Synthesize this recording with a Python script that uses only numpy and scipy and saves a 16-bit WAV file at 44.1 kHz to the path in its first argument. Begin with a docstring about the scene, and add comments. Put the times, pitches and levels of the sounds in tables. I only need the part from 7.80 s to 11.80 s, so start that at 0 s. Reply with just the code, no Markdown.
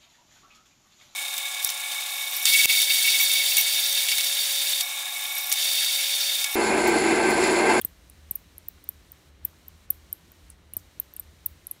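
"""A small bat scolding

A bat on a tree trunk, touched with a stick, scolds close to the microphone. Each call is a whistle of
a few milliseconds that plunges from near 16 kHz towards 8 kHz and leaves a faint echo. A few come with
a raspy squeak, and strong ones overload the microphone with a soft thump. Claws or the stick brush
the bark, and behind it all lie quiet hiss and a low rumble."""
import sys
import numpy as np
from scipy import signal
from scipy.fft import rfft, irfft, next_fast_len
from scipy.io import wavfile
from scipy.ndimage import map_coordinates

SR = 44100
rng = np.random.default_rng(int(sys.argv[2]) if len(sys.argv) > 2 else 0)


def int16_out(signal):
    """Quantize to a 16-bit WAV file."""
    q = np.round(np.clip(np.atleast_2d(signal).T, -1, 1) * 32767)
    wavfile.write(sys.argv[1], SR, q.astype(np.int16))


N = 176400  # 4 seconds


def amp(db):
    """Turn decibels (dB) into a number to multiply a sound by."""
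    return 10 ** (np.asarray(db) / 20)


def unit(x):
    """Scale a sound so that its average power is 1."""
    return x / np.sqrt(np.mean(x ** 2) + 1e-20)


def filtered(x, response):
    """Turn each frequency of x up or down by the factor response(hz)."""
    size = next_fast_len(N + SR // 2)
    return irfft(rfft(x, size) * response(np.fft.rfftfreq(size, 1 / SR)), size)[:N]


def add(track, start_s, sound):
    """Mix a sound into the track, dropping whatever falls outside it."""
    i = round(start_s * SR)
    part = sound[max(-i, 0):N - i]
    track[max(i, 0):][:len(part)] += part


def wobble(t, rate):
    """A smooth random curve that passes through `rate` random values a second."""
    return map_coordinates(rng.standard_normal(512), [(t - t[0]) * rate], mode='wrap')


def noise_band(centre_hz, octaves):
    """Noise gathered around one pitch; more octaves make it broader."""
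    noise = rng.standard_normal(N)
    return unit(filtered(noise, lambda hz: np.exp(-(np.log2((hz + 1) / centre_hz) / octaves) ** 2)))


def background():
    """Hiss whose treble dips briefly three times, and a low rumble that swells and sinks."""
    # Each row: frequency in Hz, relative level of the hiss in dB.
    hiss_tone = [(20, -30), (32, -17), (43, -9), (54, -3), (72, -4), (88, -6), (108, -15), (160, -12),
                 (250, -19), (310, -16.5), (430, -22.5), (600, -23), (800, -26.3), (1200, -26),
                 (1600, -26.7), (2100, -26), (2600, -28.3), (3050, -27.3), (3500, -28.6), (3900, -26.3),
                 (4400, -29.5), (4950, -32), (5600, -30.5), (9500, -35), (10400, -39), (11200, -36.3),
                 (14000, -38.7), (15500, -40), (16200, -50)]
    # Each row: time in seconds, change in the treble's level in dB.
    treble_dips = [(0, 0), (1.49, 0), (1.51, -7), (1.61, -7), (1.66, 0), (2.055, 0), (2.07, -7), (2.09, -7),
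                   (2.11, 0), (2.72, 0), (2.75, -7), (2.91, -7), (2.97, 0), (4, 0)]
    # Each row: time in seconds, relative level of the rumble in dB before swell_share scales it.
    rumble_levels = [(0.0, 2.6), (0.39, -0.9), (0.53, 3.6), (1.0, -0.6), (1.07, -6.4), (1.13, 0.2),
                     (1.3, 1.3), (1.36, -1.9), (1.5, -2.2), (1.65, 3.4), (1.81, -7.0), (1.91, 3.6),
                     (2.0, -0.9), (2.09, 3.5), (2.33, 0.2), (2.44, -5.9), (2.7, 3.0), (2.93, -0.7),
                     (2.98, 1.9), (3.05, -3.4), (3.1, -1.4), (3.35, -1.9), (3.45, 2.9), (3.51, -1.8),
                     (3.66, 2.7), (3.99, -5.3)]
    hiss_db, treble_hz, dip_share = -56.3, 3600, .15  # this share of a dip reaches the whole hiss
    rumble_db, rumble_hz, width_hz = -60, 75, 8
    swell_share, bass_hz = .8, 140  # the bass of the hiss swells along with the rumble
    t = np.arange(N) / SR
    tone_hz, tone_db = np.transpose(hiss_tone)
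    tone = lambda hz: amp(np.interp(np.log(hz + 1), np.log(tone_hz + 1), tone_db))
    hiss = amp(hiss_db) * unit(filtered(rng.standard_normal(N), tone))
    treble = filtered(hiss, lambda hz: dip_share + (1 - dip_share) * hz**2 / (hz**2 + treble_hz**2))
    bass = filtered(hiss, lambda hz: np.exp(-(hz / bass_hz) ** 2))
    dips = amp(np.interp(t, *np.transpose(treble_dips)))
    narrow_peak = lambda hz: 1 / (1 + ((hz - rumble_hz) / width_hz) ** 2)
    rumble = unit(filtered(rng.standard_normal(N), narrow_peak))
    swell = unit(amp(swell_share * np.interp(t, *np.transpose(rumble_levels))))
    return hiss + (dips - 1) * treble + (swell - 1) * bass + amp(rumble_db) * swell * rumble


def whistle(hz):
    """A pure tone that follows a pitch curve and fades out where it gets too high to hear."""
    audible = np.clip((17500 - hz) / 1000, 0, 1)
    return audible * np.sin(2 * np.pi * (np.cumsum(hz) / SR + rng.random()))


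def coloured(x, bands):
    """Boost or weaken bands of pitch, a little differently for each call as the bat's head turns."""
    for (hz, width, db), (shift, depth) in zip(bands, rng.standard_normal((len(bands), 2))):
        centre = min(hz * (1 + .01 * shift), SR / 2 - 1)
        band = signal.lfilter(*signal.iirpeak(centre, centre / width, SR), x)
        x = x + (amp(db * (1 + .25 * depth)) - 1) * band
    return x


def reflections(fade_s, delay_s):
    """A cloud of tiny echoes that has built up by delay_s and drops 60 dB in fade_s."""
    t = np.arange(SR // 3) / SR
    onset = np.clip(2 * t / delay_s - 1, 0, 1)
    tail = rng.standard_normal(len(t)) * amp(-60 * t / fade_s) * onset
    return tail / np.linalg.norm(tail)


def with_echo(call):
    """A call arrives directly, bounces off the bark and echoes from the surroundings."""
    # Each row of both tables: centre of a band in Hz, its width in Hz, typical boost or cut in dB.
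    direct_bands = [(8450, 900, 5.5), (8950, 200, -7), (10900, 500, -14), (12400, 400, -6),
                    (13750, 600, 2.5), (14750, 450, -6)]
    echo_bands = [(13400, 2000, -5.5), (15400, 700, 2)]
    bark = amp(-19) * reflections(fade_s=.016, delay_s=.001)
    bark[0] += 1  # the direct sound
    surroundings = amp(-24.5) * reflections(fade_s=.2, delay_s=.007)
    near = signal.fftconvolve(coloured(call, direct_bands), bark)
    far = signal.fftconvolve(coloured(call, echo_bands), surroundings)
    return near + far


def scolding_calls():
    """The bat's plunging whistles open with a click and grow rough as they fade."""
    # Each row: time of the peak in seconds, level in dB, pitch at the peak in Hz, pitch it heads for
    # in Hz, then four times in seconds: to glide about two thirds of the way there, to rise 60 dB,
    # to fall 60 dB, and from the peak to the end.
    calls = [(0.0149, -18.4, 13590.0, 7140.0, 0.0012, 0.0025, 0.0045, 0.006),
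             (0.0494, -11.4, 14360.0, 6600.0, 0.0058, 0.002, 0.013, 0.0112),
             (0.5109, -12.6, 14400.0, 6350.0, 0.0052, 0.0016, 0.0127, 0.012),
             (0.5572, -16.4, 14030.0, 5810.0, 0.007, 0.009, 0.0123, 0.0083),
             (0.7815, -24.5, 12910.0, 8190.0, 0.0016, 0.0006, 0.0061, 0.0033),
             (0.8855, -20.2, 14580.0, 7760.0, 0.0049, 0.008, 0.0183, 0.0021),
             (1.0904, -12.8, 14100.0, 6030.0, 0.0046, 0.0014, 0.0088, 0.0055),
             (1.6515, -12.1, 13700.0, 6320.0, 0.0072, 0.007, 0.012, 0.0074),
             (2.1054, -7.5, 13640.0, 6350.0, 0.0057, 0.0053, 0.0104, 0.0075),
             (2.3282, -13.0, 13290.0, 7510.0, 0.0037, 0.001, 0.01, 0.0061),
             (2.9365, -22.5, 13160.0, 8880.0, 0.0008, 0.0021, 0.0083, 0.0071),
             (2.968, -12.9, 14140.0, 6490.0, 0.005, 0.0013, 0.0124, 0.0111),
             (3.1999, -12.1, 14060.0, 8190.0, 0.0045, 0.0011, 0.0117, 0.0043),
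             (3.3386, -28.6, 13130.0, 10980.0, 0.0008, 0.001, 0.0132, 0.0011),
             (3.3651, -23.9, 13570.0, 7950.0, 0.0014, 0.0016, 0.0077, 0.009),
             (3.3971, -18.4, 14180.0, 7650.0, 0.0036, 0.0011, 0.0128, 0.0101),
             (3.662, -12.8, 14360.0, 6190.0, 0.0076, 0.0085, 0.0145, 0.0091),
             (3.8694, -20.3, 12170.0, 7330.0, 0.0026, 0.0006, 0.0091, 0.005),
             (3.913, -15.8, 12260.0, 8270.0, 0.0031, 0.004, 0.01, 0.0076)]
    lowest_hz, highest_hz, jitter = 8050, 15650, .012  # the glide's limits, and how much it trembles
    tail_db, release_s = -36, .001  # a long call levels out this far below its peak, then stops
    roughness, roughen_s = .3, .01
    click_db, click_fade_s, click_lead_s = -46.5, .02, .0015
    out = np.zeros(N)
    t = np.arange(-SR // 200, SR // 50) / SR  # zero is the call's peak
    for peak_s, db, peak_hz, end_hz, glide, rise, fall, length in calls:
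        plunge = end_hz + (peak_hz - end_hz) * np.exp(-t / glide)
        hz = np.clip(plunge, lowest_hz, highest_hz) * (1 + jitter * wobble(t, 2500))
        shape_db = np.minimum(60 * t / rise, np.maximum(-60 * t / fall, tail_db))
        loudness = amp(db + shape_db) * np.clip((length - t) / release_s, 0, 1)
        flutter = 1 + roughness * np.clip(t / roughen_s, 0, 1) * wobble(t, 1500)
        click_age = t + click_lead_s
        click_level = (click_age > 0) * amp(db + click_db - 60 * abs(click_age) / click_fade_s)
        click = click_level * rng.standard_normal(len(t))
        voice = whistle(hz) + amp(-6) * whistle(2 * hz)
        add(out, peak_s + t[0], with_echo(click + loudness * flutter * voice))
    return out


def squeaks():
    """Some calls break into a short, raspy squeak near 3 kHz whose pitch rises and falls."""
    # Each row: start in seconds, pitch in Hz, level in dB, length in seconds.
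    events = [(.0147, 3250, -43, .008), (2.9372, 2980, -48.5, .0042), (3.367, 2680, -57, .005)]
    # Levels in dB of the tones at one to five times the pitch.
    harmonics_db = [0, -14, 0, -1, 2]
    bend, jitter = .14, .06  # as shares of the pitch
    rasp_db, rasp_fade_s = -4, .04
    out = np.zeros(N)
    t = np.arange(SR // 30) / SR
    for start_s, hz, db, length in events:
        arch = np.sin(np.pi * np.clip(t / length, 0, 1))
        pitch = hz * (1 + bend * (arch - np.sqrt(.5))) * (1 + jitter * wobble(t, 2500))
        voice = sum(amp(level) * whistle(k * pitch) for k, level in enumerate(harmonics_db, 1))
        rasp = amp(rasp_db - 60 * t / rasp_fade_s) * noise_band(hz, octaves=.42)[:len(t)]
        add(out, start_s, with_echo(amp(db) * (np.sqrt(abs(arch)) * voice + rasp)))
    return out


def microphone_thumps():
    """An overloaded microphone turns a call into one push, rings, then swings back to rest."""
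    # Each row: time in seconds, push level in dB before the bass cut, width in seconds, swing in dB.
    thumps = [(.0155, -48, .0007, -60), (.0506, -29.5, .00052, -45), (.5123, -33, .00054, -45),
              (.558, -46, .0005, -60), (1.0912, -41, .0006, -57), (1.6510, -37, .00065, -43.5),
              (2.1066, -39, .0009, -47), (2.9375, -45, .0005, -60), (2.9695, -32.5, .00039, -44),
              (3.6615, -41, .0007, -46)]
    snap_db, snap_s, bass_cut_hz = -10, .00024, 110  # the snap is the push's sharp front edge
    swing_hz, swing_fade_s, swing_delay_s = 88, .05, .002
    t = np.arange(N) / SR
    push = lambda s, width: np.exp(-((t - s) / width) ** 2)
    pushes = sum(-amp(db) * (push(s, width) + amp(snap_db) * push(s - width, snap_s))
                 for s, db, width, _ in thumps)
    bass_cut = signal.butter(4, bass_cut_hz, 'high', fs=SR, output='sos')
    out = signal.sosfilt(bass_cut, pushes)  # this filter makes each push ring
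    age = t[:SR // 10]
    for s, _, _, swing_db in thumps:
        swing = -amp(swing_db - 60 * age / swing_fade_s) * np.sin(2 * np.pi * swing_hz * age)
        add(out, s + swing_delay_s, swing)
    return out


def soft_calls():
    """Between loud calls the bat gives quiet blips made of two falling tones."""
    # Each row: time in seconds, upper pitch in Hz, upper tone's level in dB, lower tone's level in dB.
    calls = [(.2997, 14500, -41, -41), (1.0420, 14700, -37, -47), (1.3197, 14300, -31.5, -47),
             (1.8832, 14000, -30.5, -50), (2.5195, 13900, -41, -62), (2.7027, 14700, -43, -35)]
    width_s, lower_lead_s = .00095, .0005
    lower_ratio, jitter = .63, .07  # the lower tone's pitch over the upper's, and how much it trembles
    upper_fall_per_s, lower_fall_per_s = 55, 80
    out = np.zeros(N)
    t = np.arange(-SR // 200, SR // 50) / SR
    swell = lambda time: np.exp(-(time / width_s) ** 2)
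    for peak_s, upper_hz, upper_db, lower_db in calls:
        upper = swell(t) * whistle(upper_hz * np.exp(-upper_fall_per_s * t))
        lower_hz = lower_ratio * upper_hz * np.exp(-lower_fall_per_s * t)
        lower = swell(t + lower_lead_s) * whistle(lower_hz * (1 + jitter * wobble(t, 4000)))
        add(out, peak_s + t[0], with_echo(amp(upper_db) * upper + amp(lower_db) * lower))
    return out


def scratches():
    """Claws or the stick brush the bark, making faint puffs of noise."""
    # Each row: time in seconds, centre pitch in Hz, level in dB, width in seconds.
    brushes = [(.512, 1950, -59.5, .004), (.982, 1200, -62, .008), (1.733, 950, -60.5, .006),
               (2.712, 7000, -62.5, .014), (2.995, 6500, -58.5, .01)]
    out = np.zeros(N)
    t = np.arange(N) / SR
    for peak_s, hz, db, width in brushes:
        out += amp(db) * np.exp(-((t - peak_s) / width) ** 2) * noise_band(hz, octaves=.6)
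    return out


def scene():
    """The bat over the quiet background, in one channel."""
    bat = scolding_calls() + soft_calls() + squeaks()
    return (bat + microphone_thumps() + scratches() + background())[None]


def record(dry):
    """The recorder steeply cuts away the very highest treble."""
    rolloff_hz, top_hz = 15700, 16600
    return filtered(dry[0], lambda hz: (hz < top_hz) / np.sqrt(1 + (hz / rolloff_hz) ** 120))[None]


dry = scene()
out = record(dry)
int16_out(out)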